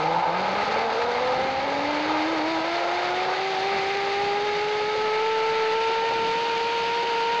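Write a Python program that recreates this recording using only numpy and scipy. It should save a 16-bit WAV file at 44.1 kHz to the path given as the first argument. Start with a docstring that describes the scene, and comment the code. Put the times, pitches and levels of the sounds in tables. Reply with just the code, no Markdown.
"""A zipline trolley gathers speed along a steel cable above a forest, heard from the rider's place.
At first rolling contact rattles the frame and hisses, air buffets the microphone, and friction gives
one brief squawk. The sheaves bump over the twisted strands and whine ever higher as the speed grows.
From the second second on, flaws in the cable knock the frame. Near full speed the rattle has calmed
and the whirr of the bearings swells."""
import sys
import numpy as np
from scipy import signal
from scipy.fft import rfft, irfft
from scipy.io import wavfile
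from scipy.ndimage import uniform_filter1d, map_coordinates

SR = 44100
rng = np.random.default_rng(int(sys.argv[2]) if len(sys.argv) > 2 else 0)


def int16_out(signal):
    """Quantize to a 16-bit WAV file."""
    q = np.round(np.clip(np.atleast_2d(signal).T, -1, 1) * 32767)
    wavfile.write(sys.argv[1], SR, q.astype(np.int16))


N = 326340
TIME = np.arange(N) / SR

# Speed of the trolley. Each row: time in seconds, strands passed per second.
TROLLEY_SPEED = [(0, 152.2), (0.18, 171.6), (0.26, 160.3), (0.38, 184.9), (.52, 194), (.65, 213),
                 (.86, 229), (.93, 225), (1.0, 234.5), (1.75, 281.6), (2.12, 310.7), (2.22, 310),
                 (2.32, 326), (2.41, 308.8), (2.5, 326.7), (2.6, 319.5), (2.68, 336.8), (3.1, 361.0),
                 (3.5, 385), (3.58, 380), (3.68, 393), (3.85, 391), (4.05, 399), (4.2, 400.5),
                 (4.45, 413.7), (5.1, 430.9), (5.35, 443.6), (5.7, 442.8), (5.95, 453.2), (6.3, 456),
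                 (6.44, 463), (6.6, 462), (6.98, 466.2), (7.25, 461.9), (7.4, 466.5)]
# Resonances of the frame. Each row: frequency in Hz, width in Hz, relative gain in dB.
FRAME_MODES = [(425, 190, -13), (529, 121, -1), (692, 163, -3), (831, 93, 3), (987, 158, -5.5),
               (1257, 88, -3), (1600, 120, -12)]
# Resonances of the side plates. Each row: frequency in Hz, width in Hz, relative gain in dB.
PLATE_MODES = [(1620, 150, 0), (2097, 160, 3.5), (2348, 230, 0), (2770, 250, -7), (3730, 160, -13.5),
               (4300, 380, -10.5)]
# Jolts of the trolley. Each row: centre in seconds, change of rattle in dB, change of rasp in dB.
SHAKE_JOLTS = [(.2, -1, -1.5), (.42, 0.5, 2), (.6, 1, 3.5), (.78, 1.5, 3.5), (1.55, -2, 1),
               (2.16, 4.5, 1.5), (2.5, 0.5, -1), (2.849, 4.5, -0.5), (3.05, 4, 1.5), (3.3, 6, 0),
               (3.55, 1, -4), (3.75, 2.5, 5), (3.93, -2.5, 3.5), (4.12, 0, 3), (4.5, -1, 2), (5.15, 3.5, 6),
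               (5.56, 1, 6.5)]
# The load eases or bears down. Each row: centre in seconds, half-length in seconds, change in dB.
LOAD_LURCHES = [(0.68, .02, -1.5), (0.865, .035, -3.5), (1.022, 0.0092, 3.5), (1.063, 0.031, -4),
                (1.963, .025, 2.5), (2.5, .02, 2.5), (2.63, .02, -1), (2.764, 0.039, 2),
                (3.13, 0.018, -2.5), (7.066, 0.0092, -1)]
# Spectrum of the contact hiss. Each row: frequency in Hz, relative density in dB.
HISS_SPECTRUM = [(200, -9), (400, 5), (1100, -1.5), (1800, 2), (2300, 0), (3200, -1), (3900, -2),
                 (4500, -1.5), (4900, -6), (5500, -16), (6500, -16), (7300, -27), (8000, -34),
                 (8900, -53.5)]
# Course of the hiss. Each row: time in seconds, relative level in dB.
HISS_ENVELOPE = [(0.04, -40.5), (0.14, -43), (.29, -42.5), (0.345, -41.5), (0.6, -38.5), (0.86, -38.5),
                 (1.6, -40.5), (2.15, -39), (3.7, -37.5), (5.16, -38.5), (6.8, -37), (7.35, -37.2)]
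# Resonances of the sheaves. Each row: frequency in Hz, width in Hz, level at full speed in dB.
SHEAVE_MODES = [(3660, 42, -50), (7375, 35, -78)]
# Spectrum of the ticking wires. Each row: frequency in Hz, relative density in dB.
WIRE_SPECTRUM = [(1500, 2.5), (3000, 0), (4600, 0), (5500, -6.5), (6500, -11), (7300, -21.5), (8900, -48)]
# Harmonics of the whine, from the first up. Each row: relative level in dB, change before onset in dB,
# onset speed in strands per second, bloom just after onset in dB.
WHINE_HARMONICS = [(-2, -3, 284.4, 6), (3.5, -12.5, 227.3, -1.5), (-7.5, 4, 252.3, 16.5),
                   (-16.5, 2, 336, 10)]
# Resonances the whine glides through. Each row: frequency in Hz, width in Hz, relative gain in dB.
WHINE_RESONANCES = [(177, 71, -32), (316.4, 93, -31), (399, 60, -28.5), (439.7, 48, -24), (476, 25, -33.5),
                    (530, 220, -33), (714, 148, -32.5), (809.5, 50, -33), (936, 194, -30), (1215, 62, -31),
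                    (1328, 157, -27.5)]
# The sheave loses or gains grip. Each row: centre in seconds, half-length in seconds,
# change of the fundamental in dB, change of the upper harmonics in dB.
GRIP_SLIPS = [(0.239, 0.025, -25, -11), (.67, 0.029, 1, -9), (0.748, 0.038, 2, -6), (1.063, .02, 2, -8),
              (1.57, .035, -1, 1), (1.665, 0.02, 1, -1), (2.06, 0.038, -0.5, -16), (2.27, .15, 2, -6.5),
              (3.36, 0.0088, -2.5, -4), (3.67, 0.053, 1.5, 1), (5.537, 0.032, -0.5, -1.5),
              (7.05, .03, -1, -2.5)]
# Weak tones of sheaves and bearings. Each row: multiple of the strand rate, base level in dB, width in Hz.
WEAK_TONES = [(.4, -55, 17), (1.169, -53, 14), (1.5, -50.5, 8), (1.85, -50.5, 23), (2.171, -49.5, 11),
              (3.2, -48, 15), (3.5, -50.5, 2.2), (3.999, -47.5, 5.3), (5, -48.5, 10), (5.289, -44, 10),
              (6.279, -48, 20), (6.6, -49, 21)]
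# Spectrum of the rushing air. Each row: frequency in Hz, relative density in dB.
AIR_SPECTRUM = [(20, -13), (45, -9.5), (85, -1.5), (130, -1), (180, 3.5), (250, 0), (400, -1.5),
                (900, -36.5)]
# Gusts on the microphone. Each row: centre in seconds, half-length in seconds, rise in dB.
AIR_GUSTS = [(.6, 0.33, 8.5), (1.38, 0.29, 9.5), (1.85, 0.31, 7.5), (3.206, 0.13, 4), (3.755, 0.081, 10),
             (4.35, 0.36, 6), (5.02, 0.067, 6), (6.21, 0.17, 10), (6.798, 0.29, 3)]
# Flaws in the cable. Each row: start in seconds, level in dB.
CABLE_FLAWS = [(1.368, -27), (1.452, -29.5), (1.667, -27), (2.325, -24), (4.8, -29), (4.95, -28),
               (5.897, -28), (6.02, -29.5), (6.109, -27.5), (7.03, -30.5)]
# Resonances that a flaw rings. Each row: frequency in Hz, width in Hz, relative gain in dB.
FLAW_MODES = [(392, 36, -1.5), (512, 60, -1), (830, 33, 0)]
# Spectrum of the bearings at full speed. 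Each row: frequency in Hz, relative density in dB.
BEARING_SPECTRUM = [(1600, -20.5), (2100, 1.5), (2450, 0), (2750, 4.5), (3100, 0.5), (3400, -5),
                    (4200, -39.5)]
# Course of the bearings' whirr. Each row: time in seconds, level in dB.
BEARING_ENVELOPE = [(0, -67.5), (3.5, -45.5), (5.0, -46), (5.3, -38.5), (6.1, -38.5), (6.55, -38),
                    (6.83, -36), (7.0, -37), (7.4, -37.3)]


def from_db(db):
    """Amplitude grows tenfold with every 20 dB."""
    return 10 ** (np.asarray(db) / 20)


def rms_one(x):
    """Normalisation to unit power."""
    return x / np.sqrt(np.mean(np.abs(x) ** 2) + 1e-20)


def in_time(rows):
    """Linear interpolation of (seconds, value) rows."""
    return np.interp(TIME, *np.transpose(rows))


def swell(centre_s, half_s):
    """A Gaussian pulse of height 1."""
    return np.exp(-((TIME - centre_s) / half_s) ** 2)


def drift(rate_hz):
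    """Low-pass noise: a smooth random wandering of spread 1."""
    hz = np.arange(N // 2 + 1) * SR / N
    return rms_one(irfft(rfft(rng.standard_normal(N)) / (1 + (hz / rate_hz) ** 2), N))


def coloured(x, spectrum):
    """Spectral shaping by a smooth curve that rolls off beyond its ends; unit power."""
    hz, db = np.transpose(spectrum)
    grid = np.maximum(np.arange(N // 2 + 1) * SR / N, 1)
    skirts = 1 / (1 + (grid / hz[-1] / 2) ** 4) / (1 + (hz[0] / grid / 2) ** 2)
    gain = from_db(np.interp(np.log(grid), np.log(hz), db))
    return rms_one(irfft(rfft(x) * skirts * gain, N))


def resonate(x, hz, width_hz):
    """A damped resonator with gain 1 at its peak."""
    r = np.exp(-np.pi * width_hz / SR)
    feedback = [1, -2 * r * np.cos(2 * np.pi * hz / SR), r * r]
    return signal.lfilter(np.array([1, 0, -1]) * (1 - r * r) / 2, feedback, x)


def lorentzian(hz, centre_hz, width_hz):
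    """The bell-shaped curve of a resonance, of height 1."""
    return 1 / (1 + (2 * (hz - centre_hz) / width_hz) ** 2)


def body(force, modes, band_hz=None):
    """Modal superposition: resonances add with alternating signs, band-limited if asked; unit power."""
    motion = sum((-1) ** k * from_db(db) * resonate(force, hz, width)
                 for k, (hz, width, db) in enumerate(modes))
    if band_hz:
        motion = signal.sosfilt(signal.butter(2, band_hz, "band", fs=SR, output="sos"), motion)
    return rms_one(motion)


def strand_rate(sway_strands_per_s=2.2, bounce_hz=5.2, sag_hz_per_s=0.295):
    """The cable's oscillation modulates the speed, more slowly as the anchor falls behind."""
    bounces = np.cumsum(bounce_hz - sag_hz_per_s * TIME) / SR
    return in_time(TROLLEY_SPEED) + sway_strands_per_s * np.sin(2 * np.pi * bounces) + 0.5 * drift(6)


def contact(phase, strand_depth, pair_depth, rough_db):
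    """Rough steel on steel makes noise, amplitude-modulated at every strand and every pair of strands."""
    modulation = 1 + strand_depth * np.cos(phase) + pair_depth * np.cos(phase / 2)
    return rng.standard_normal(N) * modulation * from_db(rough_db * drift(47))


def strand_bumps(phase, wobble=0.26):
    """A nearly periodic force: harmonics 4 to 8 of the strand rate, wandering in phase."""
    return sum(np.cos(k * phase + wobble * k * drift(16) + rng.uniform(0, 2 * np.pi)) for k in range(4, 9))


def frame_rattle(phase, speed, slow_db=-25, calm_db=-15.5):
    """Forced vibration: the contact drives the frame's modes, which calm steadily with speed."""
    force = contact(phase, strand_depth=0.28, pair_depth=0.15, rough_db=1.0)
    force += from_db(-25) * strand_bumps(phase)
    jolt_db = sum(db * swell(s, half_s=0.094) for s, db, _ in SHAKE_JOLTS)
    level_db = slow_db + calm_db * speed ** 2.88 + jolt_db
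    return from_db(level_db) * body(force, FRAME_MODES, band_hz=(300, 1800))


def plate_rasp(phase, speed, slow_db=-36.5, calm_db=-16.5):
    """Forced vibration of the thin side plates: a brighter rasp that calms only near full speed."""
    force = contact(phase, strand_depth=0.11, pair_depth=0.081, rough_db=1.5)
    force += from_db(-22) * strand_bumps(phase)
    jolt_db = sum(db * swell(s, half_s=0.094) for s, _, db in SHAKE_JOLTS)
    level_db = slow_db + calm_db * speed ** 21 + jolt_db
    return from_db(level_db) * body(force, PLATE_MODES, band_hz=(1450, 4800))


def sheave_load(slowness, waver_db=0.54):
    """Contact noise follows the load: a gain that lurches briefly and wavers, most while slow."""
    lurch_db = sum(db * swell(s, half_s) for s, half_s, db in LOAD_LURCHES)
    return from_db(waver_db * slowness * drift(5.8) + lurch_db)


def cable_hiss(phase, slowness, slow_ring_db=-7):
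    """Broadband excitation by the wires' fine roughness gives a hiss and keeps the sheaves ringing."""
    rub = contact(phase, strand_depth=0.11, pair_depth=0.064, rough_db=0.62 + 0.89 * slowness)
    ring = sum(from_db(db) * rms_one(resonate(resonate(rub, hz, width), hz, 10 * width))
               for hz, width, db in SHEAVE_MODES)
    return coloured(rub, HISS_SPECTRUM), ring * from_db(slow_ring_db * slowness)


def wire_ticks(slowness, ticks_per_s=480, spread_db=2.5, against_hiss_db=-10.5, slow_db=3):
    """Shot noise: single wires click at random under the sheaves, more plainly while slow."""
    sizes = rng.choice([-1, 1], N) * from_db(spread_db * np.clip(rng.standard_normal(N), -2, 2))
    clicks = sizes * (rng.random(N) < ticks_per_s / SR)
    return from_db(against_hiss_db + slow_db * slowness) * coloured(clicks, WIRE_SPECTRUM)


def whine(phase, strand_hz, slowness, onset_range_hz=2.8, bloom_range_hz=38):
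    """Periodic forcing by the strands gives four harmonics; each swells as it crosses a resonance."""
    shaky_phase = phase + 0.14 * drift(27) + 0.8 * slowness ** 4 * drift(42)  # rough while slow
    low_slip_db = sum(db * swell(s, half_s) for s, half_s, db, _ in GRIP_SLIPS)
    high_slip_db = sum(db * swell(s, half_s) for s, half_s, _, db in GRIP_SLIPS)
    out = 0
    for k, (base_db, slow_db, onset_hz, bloom_db) in enumerate(WHINE_HARMONICS, 1):
        flutter_db = (3 * slowness - 0.16) * drift(9) + 0.5 * k * drift(1.5)
        tone = rms_one(from_db(flutter_db) * -np.cos(k * shaky_phase))
        power = sum((from_db(db) * lorentzian(k * strand_hz, hz, width)) ** 2
                    for hz, width, db in WHINE_RESONANCES)
        before_onset = 1 / (1 + np.exp((strand_hz - onset_hz) / onset_range_hz))
        bloom = (1 - before_onset) * np.exp(-np.maximum(strand_hz - onset_hz, 0) / bloom_range_hz)
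        slip_db = low_slip_db if k == 1 else high_slip_db
        level_db = base_db + slow_db * before_onset + bloom_db * bloom + slip_db
        out += from_db(level_db) * np.sqrt(power) * tone
    return out


def overtones(phase, strand_hz, slowness, plate_hz=1970, plate_width_hz=140, plate_db=4):
    """Narrow noise bands of sheaves and bearings climb with speed and swell at the plates' resonance."""
    out = 0
    for multiple, db, width in WEAK_TONES:
        wavering = drift(width) + 1j * drift(width)
        tone = rms_one(np.real(wavering * np.exp(1j * multiple * phase)))
        ring_db = plate_db * lorentzian(multiple * strand_hz, plate_hz, plate_width_hz)
        slow_db = -4 * (1 + multiple) * slowness  # high tones sing only when fast
        out += tone * from_db(db + ring_db + slow_db)
    return out


def wind(steady_db=-50.5, lump_db=2.2):
    """Turbulence at the microphone: a lumpy low rush of air that swells in gusts."""
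    gust_db = sum(db * swell(s, half_s) for s, half_s, db in AIR_GUSTS)
    rush = coloured(rng.standard_normal(N), AIR_SPECTRUM) * from_db(lump_db * drift(19))
    return from_db(steady_db + gust_db) * rms_one(rush)


def squawk(peak_s=0.236, peak_db=-21, hz=855, wander_hz=55, rise_db_per_s=57, fall_db_per_s=140):
    """Stick-slip friction swells the frame's main resonance into a rough scrape, then lets go."""
    level_db = peak_db - np.maximum(rise_db_per_s * (peak_s - TIME), fall_db_per_s * (TIME - peak_s))
    phase = 2 * np.pi * np.cumsum(hz + wander_hz * drift(130)) / SR
    rough_db = 3.5 * drift(90)
    return from_db(level_db) * rms_one(np.sin(phase) * from_db(rough_db))


def knocks(decay_s=0.022):
    """Impact excitation: each flaw starts an exponentially fading chatter in the frame's low modes."""
    envelope = sum(from_db(db) * (TIME > s) * np.exp(-np.abs(TIME - s) / decay_s) for s, db in CABLE_FLAWS)
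    return uniform_filter1d(envelope, size=128) * body(rng.standard_normal(N), FLAW_MODES)


def bearing_whirr(phase, speed):
    """Frequency scales with rotation rate: the bearings' noise band climbs, and swells near full speed."""
    band = coloured(rng.standard_normal(N), BEARING_SPECTRUM)
    climbing = map_coordinates(band, [np.cumsum(speed)], order=3, mode="nearest")
    modulation = 1 + 0.31 * np.cos(phase) + 0.16 * np.cos(phase / 2)
    return from_db(in_time(BEARING_ENVELOPE)) * rms_one(climbing * modulation)


def scene(hiss_gain_db=5):
    """Superposition of trolley and wind; the strand rate paces the rolling sounds."""
    strand_hz = strand_rate()
    speed = strand_hz / strand_hz.max()
    slowness = 1 - speed
    phase = 2 * np.pi * np.cumsum(strand_hz) / SR
    load = sheave_load(slowness)
    hiss, ring = cable_hiss(phase, slowness)
    hiss_gain = load * from_db(in_time(HISS_ENVELOPE) + hiss_gain_db)
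    tones = whine(phase, strand_hz, slowness) + overtones(phase, strand_hz, slowness) + squawk()
    shaking = frame_rattle(phase, speed) + load * plate_rasp(phase, speed)
    rolling = hiss_gain * (hiss + wire_ticks(slowness)) + ring + bearing_whirr(phase, speed)
    return (shaking + rolling + tones + knocks() + wind())[None]


def record(dry, ceiling=0.25, cutoff_hz=9100):
    """Soft saturation and low-pass filtering: the small camera rounds the peaks and cuts the top."""
    low_pass = signal.ellip(10, 0.1, 80, cutoff_hz, fs=SR, output="sos")
    return signal.sosfilt(low_pass, ceiling * np.tanh(dry / ceiling))


dry = scene()
out = record(dry)
int16_out(out)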